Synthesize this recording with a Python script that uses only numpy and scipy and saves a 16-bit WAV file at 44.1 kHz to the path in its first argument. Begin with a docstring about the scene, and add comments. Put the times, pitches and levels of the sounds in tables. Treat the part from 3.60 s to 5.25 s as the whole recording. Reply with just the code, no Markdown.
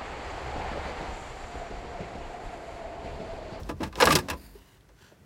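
"""A plastic panel in a leather car seat is pushed along and shut: two light bumps, a rough run of
knocks, a last latch click. Each contact rings the panel's resonances. The seat back thumps in its low
modes, the trim ticks, a few dull notes land, and the closing blow leaves the springs humming faintly.
Leather rustles and cloth slides, both shaped noise, in a quiet, well-damped cabin."""
import sys
import numpy as np
from scipy import signal
from scipy.fft import rfft, irfft
from scipy.io import wavfile

SR = 44100
rng = np.random.default_rng(int(sys.argv[2]) if len(sys.argv) > 2 else 0)


def put_to_file(sound):
    """Save the sound as 16-bit audio at rate SR, in the file named by the first command-line argument."""
    columns = np.atleast_2d(sound).T  # one column per channel
    safe = np.clip(columns, -1, 1)
    whole_steps = np.round(safe * 32767)
    wavfile.write(sys.argv[1], SR, whole_steps.astype(np.int16))


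N = 72765


def amp(db):
    """Decibels to gain."""
    return 10 ** (np.asarray(db) / 20)


def unit(x):
    """Scale to rms 1."""
    return x / np.sqrt(np.mean(x ** 2) + 1e-20)


def decay(t, t60):
    """An envelope that falls 60 dB in t60 seconds."""
    return np.exp(-np.log(1000) * t / t60)


def curve_at(points, hz):
    """Read a curve of (frequency [Hz], value) points on a log frequency axis."""
    point_hz, values = np.transpose(points)
    return np.interp(np.log(hz + 1), np.log(point_hz + 1), values)


def fader(points):
    """Gain per sample from (time [s], level [dB]) points."""
    return amp(np.interp(np.arange(N) / SR, *np.transpose(points)))


def filtered(x, response):
    """Filter x with a response given as a function of frequency."""
    return irfft(rfft(x, 4 * SR) * response(np.fft.rfftfreq(4 * SR, 1 / SR)))[:len(x)]


def minimum_phase(db):
    """An EQ response with these gains and no pre-ring."""
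    cepstrum = irfft(db * np.log(10) / 20)
    half = len(cepstrum) // 2
    return np.exp(rfft(np.r_[cepstrum[0], 2 * cepstrum[1:half]], len(cepstrum)))


def resonance(hz, centre, width):
    """Response of one resonance, 1 at its centre."""
    return 1j * hz * width / (centre ** 2 - hz ** 2 + 1j * hz * width)


def ring_modes(modes, t):
    """Decaying sines from (frequency [Hz], level [dB], t60 [s]) rows."""
    return sum(amp(db) * decay(t, t60) * np.sin(2 * np.pi * hz * t) for hz, db, t60 in modes)


def noise(spectrum):
    """Coloured noise of rms 1."""
    return unit(filtered(rng.standard_normal(N), lambda hz: amp(curve_at(spectrum, hz))))


def add(track, s, sound):
    """Mix a sound in at s seconds."""
    part = track[max(0, round(s * SR)):][:len(sound)]
    part += sound[:len(part)]


# Tone of the hush and of the rumble (frequency [Hz], relative level [dB])
HUSH_EQ = [(15, -31), (25, -8.5), (114, 1), (206, -7), (394, -8), (818, -18), (1480, -16.5), (2160, -20),
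           (2910, -24.5), (16000, -34)]
RUMBLE_EQ = [(20, -39), (38, -28.5), (49, 7.5), (58, -9), (72, -13.5), (120, -24.5), (300, -41.5),
             (1000, -69.5)]
# Fader ride of the rumble (time [s], level [dB])
RUMBLE_RIDE = [(0, -42), (.3, -45.5), (.6, -43), (.85, -48.5), (1.04, -58), (1.15, -51), (1.33, -65),
               (1.65, -81)]


def cabin(hush_db=-60.5):
    """The bed: a steady cabin hush and a low rumble that ebbs away."""
    return amp(hush_db) * noise(HUSH_EQ) + fader(RUMBLE_RIDE) * noise(RUMBLE_EQ)


# Tone of rubbed leather (frequency [Hz], relative level [dB])
LEATHER_EQ = [(100, -1.5), (350, 8), (900, 0.5), (1700, -9.5), (3000, -14), (5500, -16), (9000, -23.5),
              (15000, -28.5)]
# Fader ride of the rustle (time [s], level [dB])
LEATHER_RIDE = [(0, -42), (.035, -52.5), (.055, -48.5), (.115, -45), (.145, -61), (.19, -52.5), (.275, -42),
                (.305, -59.5), (.35, -51), (.39, -33.5), (.5, -28.5), (.59, -45), (.62, -45), (.75, -56),
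                (1.25, -75), (1.65, -64)]


def leather():
    """Leather rubs with a dark rustle, fullest under the run of knocks."""
    return fader(LEATHER_RIDE) * noise(LEATHER_EQ)


# Low modes of the seat back (frequency [Hz], relative level [dB], t60 [s])
SEAT_MODES = [(50.5, -17, 0.38), (69.5, -11, 0.43), (84, 1, 0.2), (138.3, -4.5, 0.24), (178.3, 0, 0.077),
              (201.6, -8, 0.28)]
# Pushes on the seat (time [s], level [dB])
SEAT_PUSHES = [(.002, -33), (0.054, -56), (.125, -32.5), (0.225, -28), (0.448, -24.5), (0.479, -38),
               (0.533, -24.5), (.555, -37), (0.625, -41), (.704, -42), (1.411, -50.5), (1.602, -47.5)]


def seat_back(rise_s=0.0081):
    """Heavy pushes rock the padded seat back in its few low modes."""
    out, t = np.zeros(N), np.arange(SR) / SR
    thump = ring_modes(SEAT_MODES, t) * (1 - np.exp(-t / rise_s))
    for s, db in SEAT_PUSHES:
        add(out, s, amp(db) * thump)
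    return out


# Ticks of the trim (time [s], band centre [Hz], level [dB])
TRIM_TICKS = [(0.0332, 4000, -41), (.236, 4000, -31), (0.327, 3480, -45), (.356, 3770, -33.5),
              (0.374, 5590, -44), (1.209, 2800, -54), (1.2897, 5100, -56)]


def trim_ticks(tick_t60=0.0045, tail_t60=0.093, tail_db=-15.5, width_octaves=0.55):
    """The trim gives tiny dry ticks, each with a faint tail from the cabin."""
    out, t = np.zeros(N), np.arange(SR // 8) / SR
    envelope = decay(t, tick_t60) + amp(tail_db) * decay(t, tail_t60)
    for s, hz, db in TRIM_TICKS:
        band = lambda f: 1 / (1 + (np.log2((f + 1) / hz) / width_octaves) ** 2)
        burst = unit(filtered(rng.standard_normal(len(t)), band))
        add(out, s, amp(db) * envelope * burst)
    return out


# Hits on the panel, levels pre-EQ (time [s], bass [dB], hollow [dB], body [dB], clack [dB], snap [dB],
# attack [s], length [x base decay], accent frequency [Hz], accent boost [dB])
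PANEL_HITS = [(0.0901, -50, -48.5, -39.5, -45, -46.5, 0.00099, 1, 680, 15.5),
              (0.0951, -33, -31, -32, -44.5, -58, 0.00032, 1, 1190, 6.5),
              (.2044, -50, -35, -36.5, -47, -70.5, 0.0018, 1.2, 680, 4.5),
              (.2178, -29.5, -39.5, -41, -55, -68, .0011, 1.2, 660, 15.5),
              (.230, -38, -42.5, -31, -37, -45, 0.0011, 1.2, 860, 9.5),
              (0.237, -41.5, -43, -42, -45, -51.5, 0.00027, .6, 1620, 13),
              (0.3269, -68.5, -61, -42, -55, -69, .0002, 1, 1000, 3),
              (.356, -57.5, -50, -41.5, -42.5, -70.5, 0.00016, .7, 4000, 5),
              (.3825, -46.5, -51, -30, -70.5, -68, 0.0011, 1.3, 960, 7),
              (0.4012, -41, -27, -15.5, -26.5, -28.5, 0.00058, .85, 770, 6.5),
              (0.4094, -34.5, -23.5, -21, -23, -27.5, 0.00028, .65, 1600, 8),
              (0.4215, -34, -17.5, -18, -18.5, -38.5, 0.000096, .6, 950, 8.5),
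              (.4232, -26, -21, -13, -19.5, -43, 0.00017, .6, 950, 7),
              (0.4279, -31, -16, -21.5, -21.5, -45, 0.00027, .7, 548, 9.5),
              (0.438, -38.5, -30, -19, -35.5, -29.5, .0004, .8, 620, 1),
              (0.4544, -26.5, -27.5, -26.5, -21, -21, 0.000078, .62, 600, 1),
              (.471, -21, -15.5, -12, -22.5, -34.5, 0.00046, .65, 1170, 9),
              (.484, -20, -21.5, -16.5, -29.5, -25.5, 0.0072, 1, 460, 5),
              (.504, -25, -37, -21.5, -22.5, -32, .0018, 1.3, 1190, 12.5),
              (.52, -22.5, -30, -21, -26, -23.5, .0007, .9, 1200, 4.5),
              (0.5259, -14.5, -28.5, -27, -23, -27.5, 0.00014, .7, 380, 10),
              (0.5527, -34.5, -22, -31, -14.5, -20.5, 0.00016, .8, 370, 2.5),
              (.557, -25, -36.5, -24.5, -29, -27.5, 0.00038, .9, 1190, 8),
              (.566, -28, -44, -21, -39, -34, 0.00059, .8, 920, 10),
              (.586, -50.5, -35.5, -30, -32, -33.5, 0.00069, .9, 900, 7.5),
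              (0.6851, -43, -36, -32, -36, -45, 0.00011, .8, 600, 8.5),
              (0.6997, -44.5, -37, -27.5, -32, -32, 0.0001, .8, 2680, 5),
              (.707, -34, -38.5, -34.5, -37.5, -58.5, 0.0021, 1.2, 1030, 9.5),
              (.730, -42, -39, -36.5, -47.5, -54, 0.00085, 1.1, 1030, 8),
              (1.291, -70, -55.5, -57.5, -67, -90, 0.00019, .9, 480, 3.5),
              (1.513, -52.5, -50.5, -56, -71, -82, 0.0007, .75, 590, 9.5)]
# Where bass, hollow, body, clack and snap sit (frequency [Hz])
HIT_TONE_HZ = [180, 450, 1100, 4000, 12000]
# Base decay of a hit (frequency [Hz], t60 [s])
PANEL_DECAY = [(120, 0.18), (300, 0.17), (1000, 0.077), (3000, 0.08), (8000, 0.068), (15000, 0.07)]
# Resonances of the panel (frequency [Hz], width [Hz], level against the plain knock [dB])
PANEL_MODES = [(314, 28, 2), (492, 32, -11.5), (859, 23, -2.5), (1006, 30, 1), (1186, 25.6, 3.5),
               (1663, 43, 1), (2520, 56, -5), (2627, 36, 1.5), (5180, 70, -2.5), (8070, 167, -5.5)]
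# Overall tone of the panel (frequency [Hz], gain [dB])
PANEL_EQ = [(40, -19.5), (110, -7.5), (250, -9.5), (620, -3), (760, -9.5), (900, -4.5), (1220, -6),
            (1380, -9.5), (1600, -2.5), (2050, -6), (2500, -4), (3200, -5.5), (5400, -3), (7000, -5.5),
            (10000, -5), (15500, -9.5)]


def panel(rise_cycles=0.65, accent_q=11):
    """Each hit sets off a dense ring, shortest in the treble; where it lands accents one resonance."""
    out, t = np.zeros(N), np.arange(SR // 3) / SR
    hz = np.fft.rfftfreq(len(t), 1 / SR)
    band_hz = 110 * 2 ** (np.arange(16) / 2)  # half-octave bands
    centres = band_hz[:, None]
    band_masks = np.array([curve_at(np.c_[band_hz, row], hz) for row in np.eye(len(band_hz))]) > .5
    for s, *tone_db, attack, length, accent_hz, accent_db in PANEL_HITS:
        swell = 1 - np.exp(-t / (attack + rise_cycles / centres))  # low bands speak later
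        envelopes = swell * decay(t, length * curve_at(PANEL_DECAY, centres))
        rings = envelopes * irfft(band_masks * rfft(rng.standard_normal(envelopes.shape)), len(t))
        # Each band carries just the energy of its envelope.
        rings /= np.linalg.norm(rings, axis=1, keepdims=True)
        rings *= np.linalg.norm(envelopes, axis=1, keepdims=True)
        knock = amp(curve_at(np.c_[HIT_TONE_HZ, tone_db], band_hz)) @ rings
        accent = 1 + (amp(accent_db) - 1) * resonance(hz, accent_hz, accent_hz / accent_q)
        add(out, s, irfft(rfft(knock) * accent, len(t)))
    body = lambda f: 1 + sum(amp(db) * resonance(f, centre, width) for centre, width, db in PANEL_MODES)
    return filtered(out, lambda f: body(f) * minimum_phase(curve_at(PANEL_EQ, f)))


# Soft taps and one low thump of the seat back (time [s], pitch [Hz], level [dB], t60 [s])
TAPS_AND_THUMP = [(0.0926, 296.5, -25, 0.083), (0.203, 280, -22.5, 0.1), (0.216, 312, -19.5, .06),
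                  (.712, 71.6, -29.5, 0.2), (.953, 404, -35, 0.053)]


def taps_and_thump(rise_s=0.0025, scuff_db=-17):
    """Soft taps and one low thump of the seat back: each a dull note with a scuff of leather."""
    out, t = np.zeros(N), np.arange(N) / SR
    for s, hz, db, t60 in TAPS_AND_THUMP:
        envelope = (1 - np.exp(-t / rise_s)) * decay(t, t60)
        scuff = amp(scuff_db) * noise(LEATHER_EQ)
        add(out, s, amp(db) * envelope * (np.sin(2 * np.pi * hz * t) + scuff))
    return out


# Modes of the seat's springs (frequency [Hz], relative level [dB], t60 [s])
SPRING_MODES = [(191.5, -7, 1.1), (237.5, -4, 0.78), (275, -5, 0.99), (360.3, 7.5, 0.21)]


def springs(blow_s=0.553, gain_db=-34.5):
    """The closing blow leaves the seat's springs humming faintly."""
    out, t = np.zeros(N), np.arange(N) / SR
    add(out, blow_s, amp(gain_db) * ring_modes(SPRING_MODES, t))
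    return out


# Tone of sliding cloth (frequency [Hz], relative level [dB])
CLOTH_EQ = [(240, -39), (400, -5.5), (527, -40), (726, -18.5), (942, -10.5), (1030, -13.5), (1340, -25),
            (1450, -11), (2150, -18.5), (3060, -20.5), (3460, -16.5), (4160, -21), (5650, -23),
            (9070, -24.5), (15500, -25.5)]
# Slope of the sheen, a high shelf (start [Hz], end [Hz])
SHEEN_SHELF_HZ = [6500, 10000]
# Strokes of cloth (time [s], swell [s], hold [s], fade [s], level [dB],
# resonance [Hz], resonance boost [dB], sheen [dB], comb spacing [Hz])
CLOTH_STROKES = [(0.72, 0.078, 0.037, 0.23, -56, 4730, 6.5, 5.5, 2290),
                 (0.936, 0.035, .19, .04, -62.5, 2860, 6, -2.5, 986),
                 (1.35, 0.075, 0.021, 0.12, -57, 1600, 1, -10, 1480)]


def cloth_slides(grain_db=2, grain_hz=120, peak_octaves=0.17, reflection_gain=0.42):
    """Cloth slides unevenly over the seat: a hiss with one resonance, combed by a close reflection."""
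    out, t = np.zeros(N), np.arange(N) / SR
    for s, swell, hold, fade, db, peak_hz, peak_db, sheen_db, comb_hz in CLOTH_STROKES:
        bell = lambda f: amp(peak_db * np.exp(-(np.log2((f + 1) / peak_hz) / peak_octaves) ** 2))
        shelf = lambda f: amp(np.interp(f, SHEEN_SHELF_HZ, [0, sheen_db]))
        comb = lambda f: 1 + reflection_gain * np.exp(-2j * np.pi * f / comb_hz)
        hiss = filtered(noise(CLOTH_EQ), lambda f: bell(f) * shelf(f) * comb(f))
        grain = amp(grain_db * np.interp(t * grain_hz, np.arange(N), rng.standard_normal(N)))
        envelope = np.interp(t, s + np.cumsum([0, swell, hold, fade]), [0, 1, 1, 0])
        out += amp(db) * envelope * unit(hiss * grain)
    return out


def scene():
    """The mono mix: panel, seat, leather and cloth over the cabin's hush."""
    mix = cabin() + leather() + seat_back() + trim_ticks() + panel()
    return (mix + taps_and_thump() + springs() + cloth_slides())[None]


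def record(dry, low_cut_hz=45, top_hz=15900):
    """The small microphone loses the deepest bass and keeps nothing above its band limit."""
    thin = signal.sosfilt(signal.butter(4, low_cut_hz, "high", fs=SR, output="sos"), dry[0])
    return filtered(thin, lambda hz: hz < top_hz)[None]


dry = scene()
out = record(dry)
put_to_file(out)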